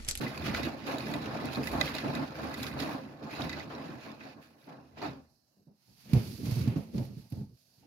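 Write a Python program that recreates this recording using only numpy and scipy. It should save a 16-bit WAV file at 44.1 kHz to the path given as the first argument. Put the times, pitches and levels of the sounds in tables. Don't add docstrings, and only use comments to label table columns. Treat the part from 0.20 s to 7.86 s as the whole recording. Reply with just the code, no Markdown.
import sys
import numpy as np
from scipy import signal
from scipy.fft import rfft, irfft, next_fast_len
from scipy.io import wavfile
from scipy.ndimage import uniform_filter1d

SR = 44100
rng = np.random.default_rng(int(sys.argv[2]) if len(sys.argv) > 2 else 0)


def field_ratio(decibels):
    return 10 ** (np.asarray(decibels, dtype=float) / 20)


def log_audio(samples):
    frames = np.atleast_2d(samples).T
    limited = np.clip(frames, -1, 1)
    pcm = np.round(limited * 32767).astype(np.int16)
    wavfile.write(sys.argv[1], SR, pcm)


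N = 337806
HZ = np.fft.rfftfreq(next_fast_len(N + SR // 2), 1 / SR)
TIME = np.arange(N) / SR


def evened(x):
    return x / np.sqrt(np.mean(abs(x) ** 2) + 1e-20)


def read(points, hz):
    f, value = np.transpose(points)
    return np.interp(np.log(hz + 1), np.log(f + 1), value)


def smooth(points):
    inside = (HZ > points[0][0]) * (HZ < points[-1][0])
    return evened(field_ratio(read(points, HZ)) * inside)


def ringing(modes, hz=HZ, luck_db=0):
    f, width, db = np.transpose(modes)[..., None]
    share = field_ratio(db + np.c_[luck_db])
    damping = 1j * hz * width
    return evened((share * damping / (f ** 2 - hz ** 2 + damping)).sum(0))


def roll_off(edge_hz, hz=HZ):
    return 1 / (1 + 1j * hz / edge_hz) ** 2


def through(x, response):
    return irfft(rfft(x, 2 * len(HZ) - 2) * evened(response))[..., :N]


def grainy(per_s, spread_db, decay_s):
    hit = rng.random(N) < per_s / SR
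    size = field_ratio(spread_db * np.minimum(rng.exponential(1, N), 4)) * hit
    shower = signal.lfilter([1], [1, -np.exp(-1 / (decay_s * SR))], size ** 2)
    return evened(np.sqrt(shower + 1e-9) * rng.standard_normal((2, N)))


def swells(rows, rise_db_s, fade_db_s):
    s, hold, *columns = np.transpose(rows)[..., None]
    t = TIME[::64]
    shape_db = -rise_db_s * np.maximum(s - t, 0) - fade_db_s * np.maximum(t - s - hold, 0)
    return np.array([np.interp(TIME, t, np.sqrt((field_ratio(db + shape_db) ** 2).sum(0))) for db in columns])


def patchy(x, depth_db, size=(6, 12)):
    z = signal.stft(x, nperseg=512, noverlap=384)[2]
    field = uniform_filter1d(rng.standard_normal(z.shape[1:]), size=size[0], axis=0)
    gain = field_ratio(depth_db * evened(uniform_filter1d(field, size=size[1], axis=1)))
    return signal.istft(z * evened(gain), nperseg=512, noverlap=384)[1][:, :N]


def bumps(rows, ratio, rise_s, puff_hz, soft_t60_s, hard_db):
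    out, t = np.zeros((2, N + 9000)), np.arange(9000) / SR
    band = signal.butter(2, [puff_hz / 3, puff_hz], "band", fs=SR)
    for s, db, hz, upper_db, puff_db in rows:
        t60_s = soft_t60_s / (1 + field_ratio(db - hard_db))
        fall = field_ratio(-60 * t / t60_s) * (1 - np.exp(-t / rise_s)) ** 2
        turn = 2 * np.pi * hz * (t + 0.0013 * (1 - np.exp(-t / 0.0091)))
        upper = field_ratio(upper_db - 94.0 * t / t60_s) * np.sin(ratio * turn)
        noise = signal.lfilter(*band, rng.standard_normal((2, len(t))))
        puff = field_ratio(puff_db - 20.6 * t / t60_s) * evened(noise)
        out[:, round(s * SR):][:, :len(t)] += field_ratio(db) * fall * (upper - np.sin(turn)) + puff
    return out[:, :N]


# frequency in Hz, level in dB per Hz.
ROOM = [(29, -44), (50, -5.5), (145, 3), (472, -13.5), (661, -10), (900, -16.5), (1150, -20.5),
        (2270, -26.5), (2810, -21.5), (3330, -33.5), (4350, -13.5), (7950, -14.5), (12300, -22.5),
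        (16000, -31)]
ROOM_DB = -69.5
# centre in seconds, half width in seconds, depth in dB.
GATE_DIP = (5.52, 0.066, 5)


def room():
    s, width_s, db = GATE_DIP
    gate = field_ratio(ROOM_DB - db * np.exp(-((TIME - s) / width_s) ** 2))
    return gate * patchy(through(grainy(400, 1.5, 0.02), smooth(ROOM)), 2.5, size=(3, 40))


# time in seconds, level in dB.
CHURN = [(0, -45.5), (.46, -41), (.56, -47), (.68, -44.5), (2.0, -41.5), (2.12, -45.5), (2.2, -42.5),
         (2.7, -44), (2.95, -52), (3.7, -47), (4.1, -59), (4.4, -65.5), (4.7, -59.5), (5.0, -68),
         (5.15, -88), (5.35, -100)]


def churning():
    return field_ratio(np.interp(TIME, *np.transpose(CHURN), right=-140))


# frequency in Hz, width in Hz, level in dB.
TUB = [(41.8, 20, -18.5), (60.6, 7.2, -6), (76.8, 9.7, -4)]
# start in seconds, hold in seconds, level in dB.
SWAYS = [
    (0, 0.054, -54),
    (.26, 0.034, -30.5),
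    (.78, 0.016, -46),
    (1.03, 0.025, -45.5),
    (1.52, 0.064, -35),
    (2.25, 0.11, -42),
    (2.5, 0.072, -40),
    (3.2, 0.15, -44.5),
    (4.82, 0.02, -50.5),
]
SWAY_RISE_DB_S, SWAY_FADE_DB_S, CHURN_TUB_DB = 102, 105.5, -10


def tub(churn):
    sway = np.hypot(swells(SWAYS, SWAY_RISE_DB_S, SWAY_FADE_DB_S)[0], churn * field_ratio(CHURN_TUB_DB))
    return through(sway * grainy(220, 0.71, 0.016), ringing(TUB) ** 2)


# arrival in seconds, hold in seconds, thump in dB, slosh in dB.
FALLS = [(0, 0.068, -35.5, -41.5), (.28, 0.045, -39, -43), (.37, 0.11, -41, -42), (.7, 0.053, -40.5, -39),
         (.87, 0.12, -40.5, -52.5), (.95, 0.019, -38.5, -40), (1.08, 0.13, -41.5, -42),
         (1.24, 0.11, -41, -49), (1.54, 0.066, -41, -37), (1.85, 0.051, -35.5, -41),
         (1.97, 0.076, -40, -41), (2.22, 0.062, -41.5, -41), (2.42, 0.012, -40.5, -63.5),
         (2.58, 0.092, -39, -43), (2.7, 0.027, -52, -39.5), (3.04, 0.11, -46, -48), (3.2, 0.051, -37, -42),
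         (3.36, 0.025, -45.5, -44), (3.51, 0.15, -50, -49), (3.7, 0.056, -47, -60),
         (3.86, 0.04, -49.5, -49), (4.04, 0.048, -53.5, -50.5), (4.18, 0.022, -50, -59),
         (4.93, 0.026, -49.5, -62.5)]
FALL_RISE_DB_S, FALL_FADE_DB_S = 262.5, 183.5
# arrival in seconds, hold in seconds, thump in dB, slosh in dB.
SLAPS = [
    (0.672, 0.018, -43.5, -40),
    (1.534, .02, -51, -41),
    (1.372, 0.015, -33.5, -39),
    (4.477, 0.09, -52.5, -52.5),
    (4.772, 0.046, -50.5, -49.5),
    (4.818, 0.044, -40.5, -39.5),
]
SLAP_RISE_DB_S, SLAP_FADE_DB_S, CHURN_SLOSH_DB = 3006.5, 178, -3.5


def landings(churn):
    falls = swells(FALLS, FALL_RISE_DB_S, FALL_FADE_DB_S)
    slaps = swells(SLAPS, SLAP_RISE_DB_S, SLAP_FADE_DB_S)
    return np.hypot(np.hypot(falls, slaps), churn * field_ratio(np.c_[[0, CHURN_SLOSH_DB]]))


# frequency in Hz, width in Hz, level in dB.
CABINET = [(148, 39, 2), (221.2, 26, 2), (262.1, 11.2, 0.5), (325.5, 8.7, -13)]


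def cabinet(thump):
    return field_ratio(1.0) * through(thump * grainy(150, 2.5, .015), ringing(CABINET) * roll_off(900))


# frequency in Hz, level in dB per Hz.
SLOSH = [(180, -18.5), (300, 4.5), (351, -8), (443, -8.5), (474, -18), (511, -27.5), (640, -4), (959, -5),
         (1800, -12), (2340, -55), (3960, -120)]
# frequency in Hz, width in Hz, level in dB.
DRUM = [(410, 7, -19), (535.7, 22, 5.5), (610, 180, 1.5), (795, 18, -1), (874, 27, 1), (1090, 50, -1.5)]


def sloshing(slosh):
    drum = evened(ringing(DRUM) * roll_off(2000))
    return field_ratio(1.5) * through(slosh * grainy(400, 2.5, .01), smooth(SLOSH) + field_ratio(-5) * drum)


# frequency in Hz, width in Hz, level in dB.
GLASS = [(1614, 25, -2), (1743, 70, 3.5), (2010, 58, 10), (2492, 98, 4.5), (3600, 120, -17), (3873, 180, 1),
         (4174, 700, -8.5), (4523, 400, -2.5), (5014, 100, -2.5), (6240, 630, -3.5), (6836, 480, 13)]
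DRIPS, DRIP_SPREAD_DB, DRIP_END_S = 2200, 3, 5.2
DRIP_RISE_S, DRIP_T60_S, DRIP_DETUNE = .0015, .035, .03


def drips():
    when, pick, size, bend, lag = rng.random((DRIPS, 5)).T[..., None]
    mode = (pick * (len(GLASS) - 2)).astype(int)
    hz, _, db = np.moveaxis(np.array(GLASS)[mode], -1, 0)
    step = np.arange(560)
    t = step / SR
    level_db = db / 2 - DRIP_SPREAD_DB * np.log(size + .03)
    shape = field_ratio(level_db - 60 * t / DRIP_T60_S) * (1 - np.exp(-t / DRIP_RISE_S))
    turn = 2 * np.pi * hz * (1 + DRIP_DETUNE * (2 * bend - 1)) * t
    at = ((when * DRIP_END_S * SR).astype(int) + step).ravel()
    ports = [shape * np.sin(turn + k * np.pi * lag) for k in (0, 1)]
    return evened(np.array([np.bincount(at, p.ravel(), N + len(t))[:N] for p in ports]))


# frequency in Hz, level in dB per Hz.
SPRAY = [(710, -23.5), (1200, 1.5), (2020, -3), (2210, -1), (2560, 1.5), (3100, -7), (4560, -6),
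         (5900, -11.5), (6980, -32.5), (8200, -53), (10700, -64), (18000, -120)]
# frequency in Hz, level in dB per Hz.
FIZZ = [(4710, -13), (8000, 5.5), (8310, -19), (8850, 7.5), (11200, 2), (13400, -2.5), (14200, -18),
        (15100, -6), (16000, -7)]
# arrival in seconds, hold in seconds, spray in dB, fizz in dB.
SPLASHES = [(0, 0.0026, -42, -58), (.06, 0.34, -52.5, -69.5), (.26, 0.015, -40.5, -62),
            (.34, 0.032, -43.5, -64.5), (.43, 0.0061, -43, -61.5), (.6, 0.055, -58, -98),
            (.67, 0.059, -46.5, -65.5), (.8, 0.17, -50, -67), (1.03, 0.28, -53.5, -74),
            (1.33, 0.018, -47, -63.5), (1.44, 0.1, -48.5, -59.5), (1.61, 0.058, -43, -61),
            (1.74, 0.052, -46.5, -66), (1.85, 0.16, -51.5, -71), (2.16, 0.19, -55, -72),
            (2.38, 0.088, -48.5, -62), (2.6, 0.01, -42, -57.5), (2.68, 0.066, -54.5, -71),
            (3.03, 0.032, -57, -80), (3.11, 0.067, -50, -70), (3.21, 0.03, -46.5, -67),
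            (3.3, 0.11, -50.5, -75.5), (3.51, 0.11, -57, -81), (3.68, 0.068, -63.5, -81),
            (3.81, 0.1, -57, -78), (4.008, 0.088, -58, -81.5), (4.22, 0.041, -65.5, -77.5),
            (4.385, 0.078, -72, -81.5), (4.485, 0.025, -63, -88.5), (4.78, 0.017, -55.5, -84.5),
            (4.825, 0.043, -50.5, -75.5)]
SPLASH_RISE_DB_S, SPLASH_FADE_DB_S = 748, 178
CHURN_SPRAY_DB, CHURN_FIZZ_DB = -11, -33
SPRAY_STEEP, FULL_CHURN_DB = 0.32, -43.5
DRIP_DB = -6.5


def spraying(churn):
    thinning = (churn / field_ratio(FULL_CHURN_DB)) ** SPRAY_STEEP
    steady = churn * thinning * field_ratio(np.c_[[CHURN_SPRAY_DB, CHURN_FIZZ_DB]])
    spray, fizz = np.hypot(swells(SPLASHES, SPLASH_RISE_DB_S, SPLASH_FADE_DB_S), steady)
    drops = grainy(700, 2.5, .006)
    patter = through(spray * drops, smooth(SPRAY) + field_ratio(-11) * ringing(GLASS))
    pings = spray * drips()
    return field_ratio(DRIP_DB) * pings + field_ratio(2.5) * patter + field_ratio(10.5) * through(fizz * drops, smooth(FIZZ))


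def tumble():
    churn = churning()
    thump, slosh = landings(churn)
    wet = sloshing(slosh) + spraying(churn)
    return tub(churn) + cabinet(thump) + patchy(wet, 1.72)


# start in seconds, peak in dB, pitch in Hz.
TAPS = [(0.051, -42, 2020), (0.176, -29, 2510), (0.223, -34.5, 2550), (0.2414, -36, 2000),
        (0.3142, -38, 1940), (0.348, -21, 1520), (0.415, -34, 1490), (0.5867, -49, 1480),
        (0.8054, -29, 2500), (0.9408, -37.5, 2100), (1.0665, -42, 1580), (1.174, -37, 2640),
        (1.287, -28, 1430), (1.3572, -26, 2440), (1.433, -30, 2600), (1.6766, -26, 2090),
        (1.782, -40, 4930), (1.9164, -47, 1950), (2.0374, -52, 1510), (2.155, -36, 1540),
        (2.4399, -33, 1970), (2.5277, -36, 2560), (2.59, -30.5, 2580), (2.7013, -43, 1650),
        (3.1504, -36.5, 3940), (3.21, -30.5, 1700), (3.302, -40, 3770), (3.3157, -36, 2580),
        (3.415, -49.5, 2590), (3.506, -43, 1780), (3.5496, -37, 4030), (3.7144, -48, 1760),
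        (3.915, -44, 3600)]
TAP_DB, TAP_OVERTONE, TAP_LAG_S = -5, 1.6, 0.00043
TAP_T60_S, TAP_CRACK_DB = .022, -10


def taps():
    out, t = np.zeros((2, N)), np.arange(2048) / SR
    luck = rng.uniform(-0.82, 1, (len(TAPS), 2))
    for (s, db, hz), (lag, bend) in zip(TAPS, luck):
        late = np.maximum(t - TAP_LAG_S * np.c_[[1, 1 + lag]], 0)
        overtone_hz = hz * TAP_OVERTONE * (1 + 0.19 * bend)
        ring = np.sin(2 * np.pi * hz * late) + 0.73 * np.sin(2 * np.pi * overtone_hz * late)
        noise = uniform_filter1d(rng.standard_normal((2, len(t))), size=6, axis=1)
        crack = field_ratio(TAP_CRACK_DB - 90 * t / TAP_T60_S) * noise
        tick = field_ratio(-60 * late / TAP_T60_S) * ring + crack
        out[:, round(s * SR):][:, :len(t)] += field_ratio(db + TAP_DB) * tick
    return out


# start in seconds, low
# glass modes in dB, high glass modes in dB, fizz in dB.
CLACKS = [(0.063, -27, -66, -55), (0.2594, -54, -55, -77.5), (0.345, -29.5, -36, -70.5),
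          (0.3681, -30.5, -42, -64.5), (0.431, -28.5, -42, -67), (0.677, -42, -57, -65),
          (0.782, -52, -46, -40), (0.867, -34, -46, -67.5), (0.9373, -32, -39.5, -37),
          (1.254, -46, -49.5, -37.5), (1.347, -47, -46, -62), (1.471, -24, -39, -30),
          (1.611, -16, -21, -45), (1.666, -36.5, -54.5, -48.5), (1.7492, -34.5, -40, -32.5),
          (1.7827, -30, -37.5, -58.5), (1.95, -34.5, -41, -36), (2.34, -34, -42, -34.5),
          (2.429, -38, -39, -32), (2.465, -48, -40.5, -62), (2.601, -41, -37, -37),
          (2.621, -49, -40.5, -62),
          (1.534, -45, -60.5, -62.5),
    (3.217, -56, -41, -64),
    (3.294, -33, -40.5, -63),
    (3.329, -32, -42.5, -70),
    (3.396, -53, -49, -76),
    (4.006, -44, -73, -82),
    (4.413, -85, -65.5, -67.5),
    (4.44, -85, -66, -68),
    (4.816, -47, -50.5, -71),
]
# start in seconds, peak in dB.
BURSTS = [(0.176, -44.5), (0.2404, -46), (0.3586, -47), (0.4309, -44), (0.7178, -43), (0.7826, -43.5),
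          (0.9363, -47.5), (1.254, -48.5), (1.3334, -44.5), (1.4282, -49), (1.4706, -37), (1.6107, -37),
          (1.7394, -45.5), (1.949, -48), (2.3391, -51), (2.383, -45), (2.4304, -35.5), (2.601, -42.5),
          (3.2016, -51), (3.2954, -55)]
BURST_DB, BURST_GLASS_DB = 3, -9.5
LIGHT_CONTACT_S, SHARP_DB = 0.0055, -21.5


def clacks():
    out, t, hz = np.zeros((2, N)), np.arange(4096) / SR, np.fft.rfftfreq(4096, 1 / SR)
    fizz = evened(field_ratio(read(FIZZ, hz)) * (hz > 7500)) + field_ratio(5.5) * ringing(GLASS[-1:], hz)
    bursts = [(s, db + BURST_GLASS_DB, db + BURST_GLASS_DB, db + BURST_DB) for s, db in BURSTS]
    rows = CLACKS + bursts
    luck_db = 3 * rng.standard_normal((len(rows), len(GLASS)))
    for (s, low_db, high_db, fizz_db), spot_db in zip(rows, luck_db):
        contact_s = LIGHT_CONTACT_S / (1 + field_ratio(max(low_db, high_db) - SHARP_DB))
        shape = (1 - np.exp(-t / .0008)) * np.exp(-t / max(contact_s, .002))
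        low = field_ratio(low_db + 2.0) * ringing(GLASS[:4], hz, spot_db[:4]) * roll_off(5000., hz)
        high = field_ratio(high_db + 10.5) * ringing(GLASS[4:-1], hz, spot_db[4:-1]) * roll_off(9000., hz)
        rattle = rfft(shape * rng.standard_normal((2, len(t))))
        at = round(s * SR)
        out[:, at:at + len(t)] += irfft(rattle * (low + high + field_ratio(fizz_db - 5.0) * fizz))
    return out


# start in seconds, peak in dB, pitch in Hz, opposed faster-dying part # at the
# same pitch in dB, slap in dB.
THUDS = [(0.285, -17.5, 193, -5, -42), (0.469, 1, 244, 8, -33), (0.688, -43.5, 260, 17, -36.5),
         (0.732, -21, 260, -10, -50), (0.869, -24, 194, 11.5, -44), (1.371, -8, 210, -13, -36),
         (1.385, -16.5, 256, 1, -49.5), (1.398, -24.5, 427, -13, -53), (1.572, -15.5, 260, -7, -53),
         (1.535, -37.5, 261, -19, -35), (1.848, -22, 256, -4, -55), (2.237, -21, 245, 10, -40),
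         (2.627, -29, 235, -12, -35.5), (2.745, -15.5, 262, -10, -37), (3.238, -37, 246, 2, -43.5),
         (3.502, -45.5, 234, 13, -40), (4.476, -51, 276, -11, -58), (4.816, -48.5, 237, -2.5, -47)]


def thuds():
    return field_ratio(-3.0) * bumps(THUDS, 1.0, 0.005, 1310.0, soft_t60_s=0.13, hard_db=-16)


# frequency in Hz, width in Hz, level in dB.
CASE = [(71, 66, 6), (118, 53, 5), (204, 37, -1), (300, 850, 3.5)]
# frequency in Hz, level in dB per Hz.
SCRAPE = [(250, 16.5), (450, 5), (650, -3), (900, 4), (1030, -31), (1200, -41.5)]
RUB = [(2300, -36), (3140, -21.5), (4520, -5.5), (5500, -8), (6990, -6.5), (7790, -17.5), (8500, -15),
       (11000, -57)]
RASP = [(900, -6.5), (1600, -7.5), (1990, -6.5), (2620, -3.5), (3140, -10.5), (4200, -20)]
FINE = [(4880, -44), (8300, -1.5), (12100, -3.5), (14000, -13), (15800, -16)]
# start in seconds, hold in seconds, low case mode in dB,
# upper case modes in dB, scrape in dB.
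GRIP = [(5.37, 0.042, -89, -67, -87), (5.48, 0.028, -78, -60.5, -72), (5.68, 0.043, -65.5, -65, -73.5),
        (5.76, 0.13, -73.5, -69.5, -75.5), (5.86, .02, -66, -52.5, -66), (5.895, 0.043, -65, -45.5, -65),
        (5.945, 0.03, -26, -33, -46.5), (5.97, 0.17, -43.5, -46.5, -58), (6.185, 0.023, -45.5, -43, -74.5),
        (6.235, 0.074, -37, -43, -73), (6.36, 0.12, -32, -41.5, -55.5), (6.5, 0.041, -40, -40, -51.5),
        (6.562, 0.032, -41.5, -37.5, -52), (6.63, 0.12, -57.5, -51, -64), (6.742, 0.081, -35, -38, -65),
        (6.765, 0.075, -45, -48, -48.5), (6.87, 0.058, -45, -51.5, -64), (6.97, 0.022, -47.5, -53, -66),
        (7.01, 0.05, -64, -62, -67), (7.123, 0.1, -41, -47.5, -54), (7.29, 0.03, -55, -65.5, -88.5),
        (7.58, 0.026, -62, -70.5, -78.5), (7.63, .04, -73, -66, -60)]
GRIP_RISE_DB_S, GRIP_FADE_DB_S = 1498.5, 329
# start in seconds, hold in seconds, hiss in dB, rasp in dB.
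STROKES = [(5.05, 0.21, -86.5, -105), (5.625, .02, -78.5, -82.5), (5.68, 0.087, -69, -82),
           (5.82, 0.036, -61.5, -70), (5.96, 0.014, -51, -51.5), (6.05, 0.11, -52.5, -63),
           (6.27, 0.13, -49, -54.5), (6.45, 0.091, -80, -56.5), (6.58, 0.013, -60.5, -94),
           (6.77, 0.053, -58, -63), (6.98, 0.027, -64, -71.5), (7.14, 0.035, -64, -74),
           (7.38, 0.22, -70.5, -86), (7.64, .03, -83, -76)]
STROKE_RISE_DB_S, STROKE_FADE_DB_S = 168.5, 104.5
# start in seconds, hold in seconds, dull part in dB, thin part in dB.
TICKS = [(5.9335, 0.0024, -41.5, -42), (6.256, 0.0029, -52, -56), (6.31, 0.0032, -54, -50.5),
         (6.4106, 0.0069, -56.5, -77), (6.476, 0.0046, -54.5, -78), (6.561, 0.003, -59, -81),
         (6.696, .003, -75.5, -80.5), (6.739, 0.0036, -68, -76), (6.78, 0.0031, -53.5, -73),
         (6.85, .002, -70, -59.5), (7.101, .001, -90.5, -58), (7.122, 0.003, -62, -59),
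         (7.372, 0.0031, -75, -85)]
TICK_RISE_DB_S, TICK_FADE_DB_S = 15005, 2009
FINE_DB = -1.5


def hand():
    deep, upper, scrape = swells(GRIP, GRIP_RISE_DB_S, GRIP_FADE_DB_S)
    hiss, rasp = swells(STROKES, STROKE_RISE_DB_S, STROKE_FADE_DB_S)
    dull, thin = swells(TICKS, TICK_RISE_DB_S, TICK_FADE_DB_S)
    grip = grainy(700, 1.1, .008)
    skin = grainy(810, 0.46, 0.011)
    rumble = through(deep * grip, ringing(CASE[:2]) ** 2)
    rumble = rumble + through(upper * grip, ringing(CASE[2:]) ** 2 * roll_off(454) ** 2)
    low = field_ratio(2.0) * rumble + through(scrape * grip, smooth(SCRAPE))
    rub = through((hiss + dull) * skin, smooth(RUB))
    rough = through((rasp + field_ratio(-3.0) * dull) * skin, smooth(RASP))
    fine = through((field_ratio(FINE_DB) * hiss + thin) * skin, smooth(FINE))
    return low + rub + rough + fine


# start in seconds, peak in dB, pitch in Hz, upper mode in dB, puff in dB.
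KNOCKS = [(5.468, -46.5, 148, -2, -68.5), (5.931, -2.5, 123, -5, -42.5), (5.9435, -15, 111, -5, -37),
          (6.229, -26, 136, 4, -52), (6.266, -24, 102.6, 6, -43.5), (6.316, -12.5, 111.4, -14, -46),
          (6.368, -15, 122.5, -7, -47.5), (6.4725, -13, 125.2, 3.5, -43), (6.559, -19.5, 139.6, 4, -40.5),
          (6.745, -27, 156.7, -6, -52), (6.778, -29.5, 129.8, 3.5, -45), (6.808, -47.5, 142, -15, -65),
          (6.967, -30.5, 127.3, -5, -80), (7.286, -43.5, 137, -9, -77.5),
          (7.121, -26.5, 136.6, -1.5, -55.5)]


def knocks():
    return field_ratio(-3.5) * bumps(KNOCKS, 1.82, 0.0023, 780.0, soft_t60_s=0.14, hard_db=1)


def scene():
    return room() + tumble() + taps() + clacks() + thuds() + hand() + knocks()


def low_pass(x):
    return signal.sosfilt(signal.butter(12, 16460, fs=SR, output="sos"), x)


# frequency in Hz, left-right likeness (1 = same).
SAME = [(60, 0.77), (130, 1), (290, 0.69), (640, 0.51), (1410, -1.1), (3100, 0.13), (6820, -1.3),
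        (15000, 0.15)]
# frequency in Hz, left minus right in dB.
LEAN = [(40, 0), (80, -3.5), (180, -2), (350, -.8), (1400, -.8), (2800, -5.5), (5000, -9), (9000, -8),
        (14000, -4)]
# centre in Hz, half width in Hz, depth in dB.
NOTCH = (8110, 2300, 14.9)
EDGE_HZ, BASS_CUT_HZ = 15850, 48


def record(dry):
    a, b = rfft(dry, 2 * len(HZ) - 2)
    same = np.clip(read(SAME, HZ), 0, 1)
    lean = field_ratio(read(LEAN, HZ) / 2)
    ports = np.array([a * lean, (same * a + np.sqrt(1 - same ** 2) * b) / lean])
    bass_cut = (HZ / (HZ - 1j * BASS_CUT_HZ)) ** 5
    hz, width_hz, db = NOTCH
    dip = field_ratio(-db * np.exp(-((HZ - hz) / width_hz) ** 2)) * (HZ < EDGE_HZ)
    return low_pass(irfft(ports * bass_cut * dip)[:, :N])


dry = scene()
out = record(dry)
log_audio(out)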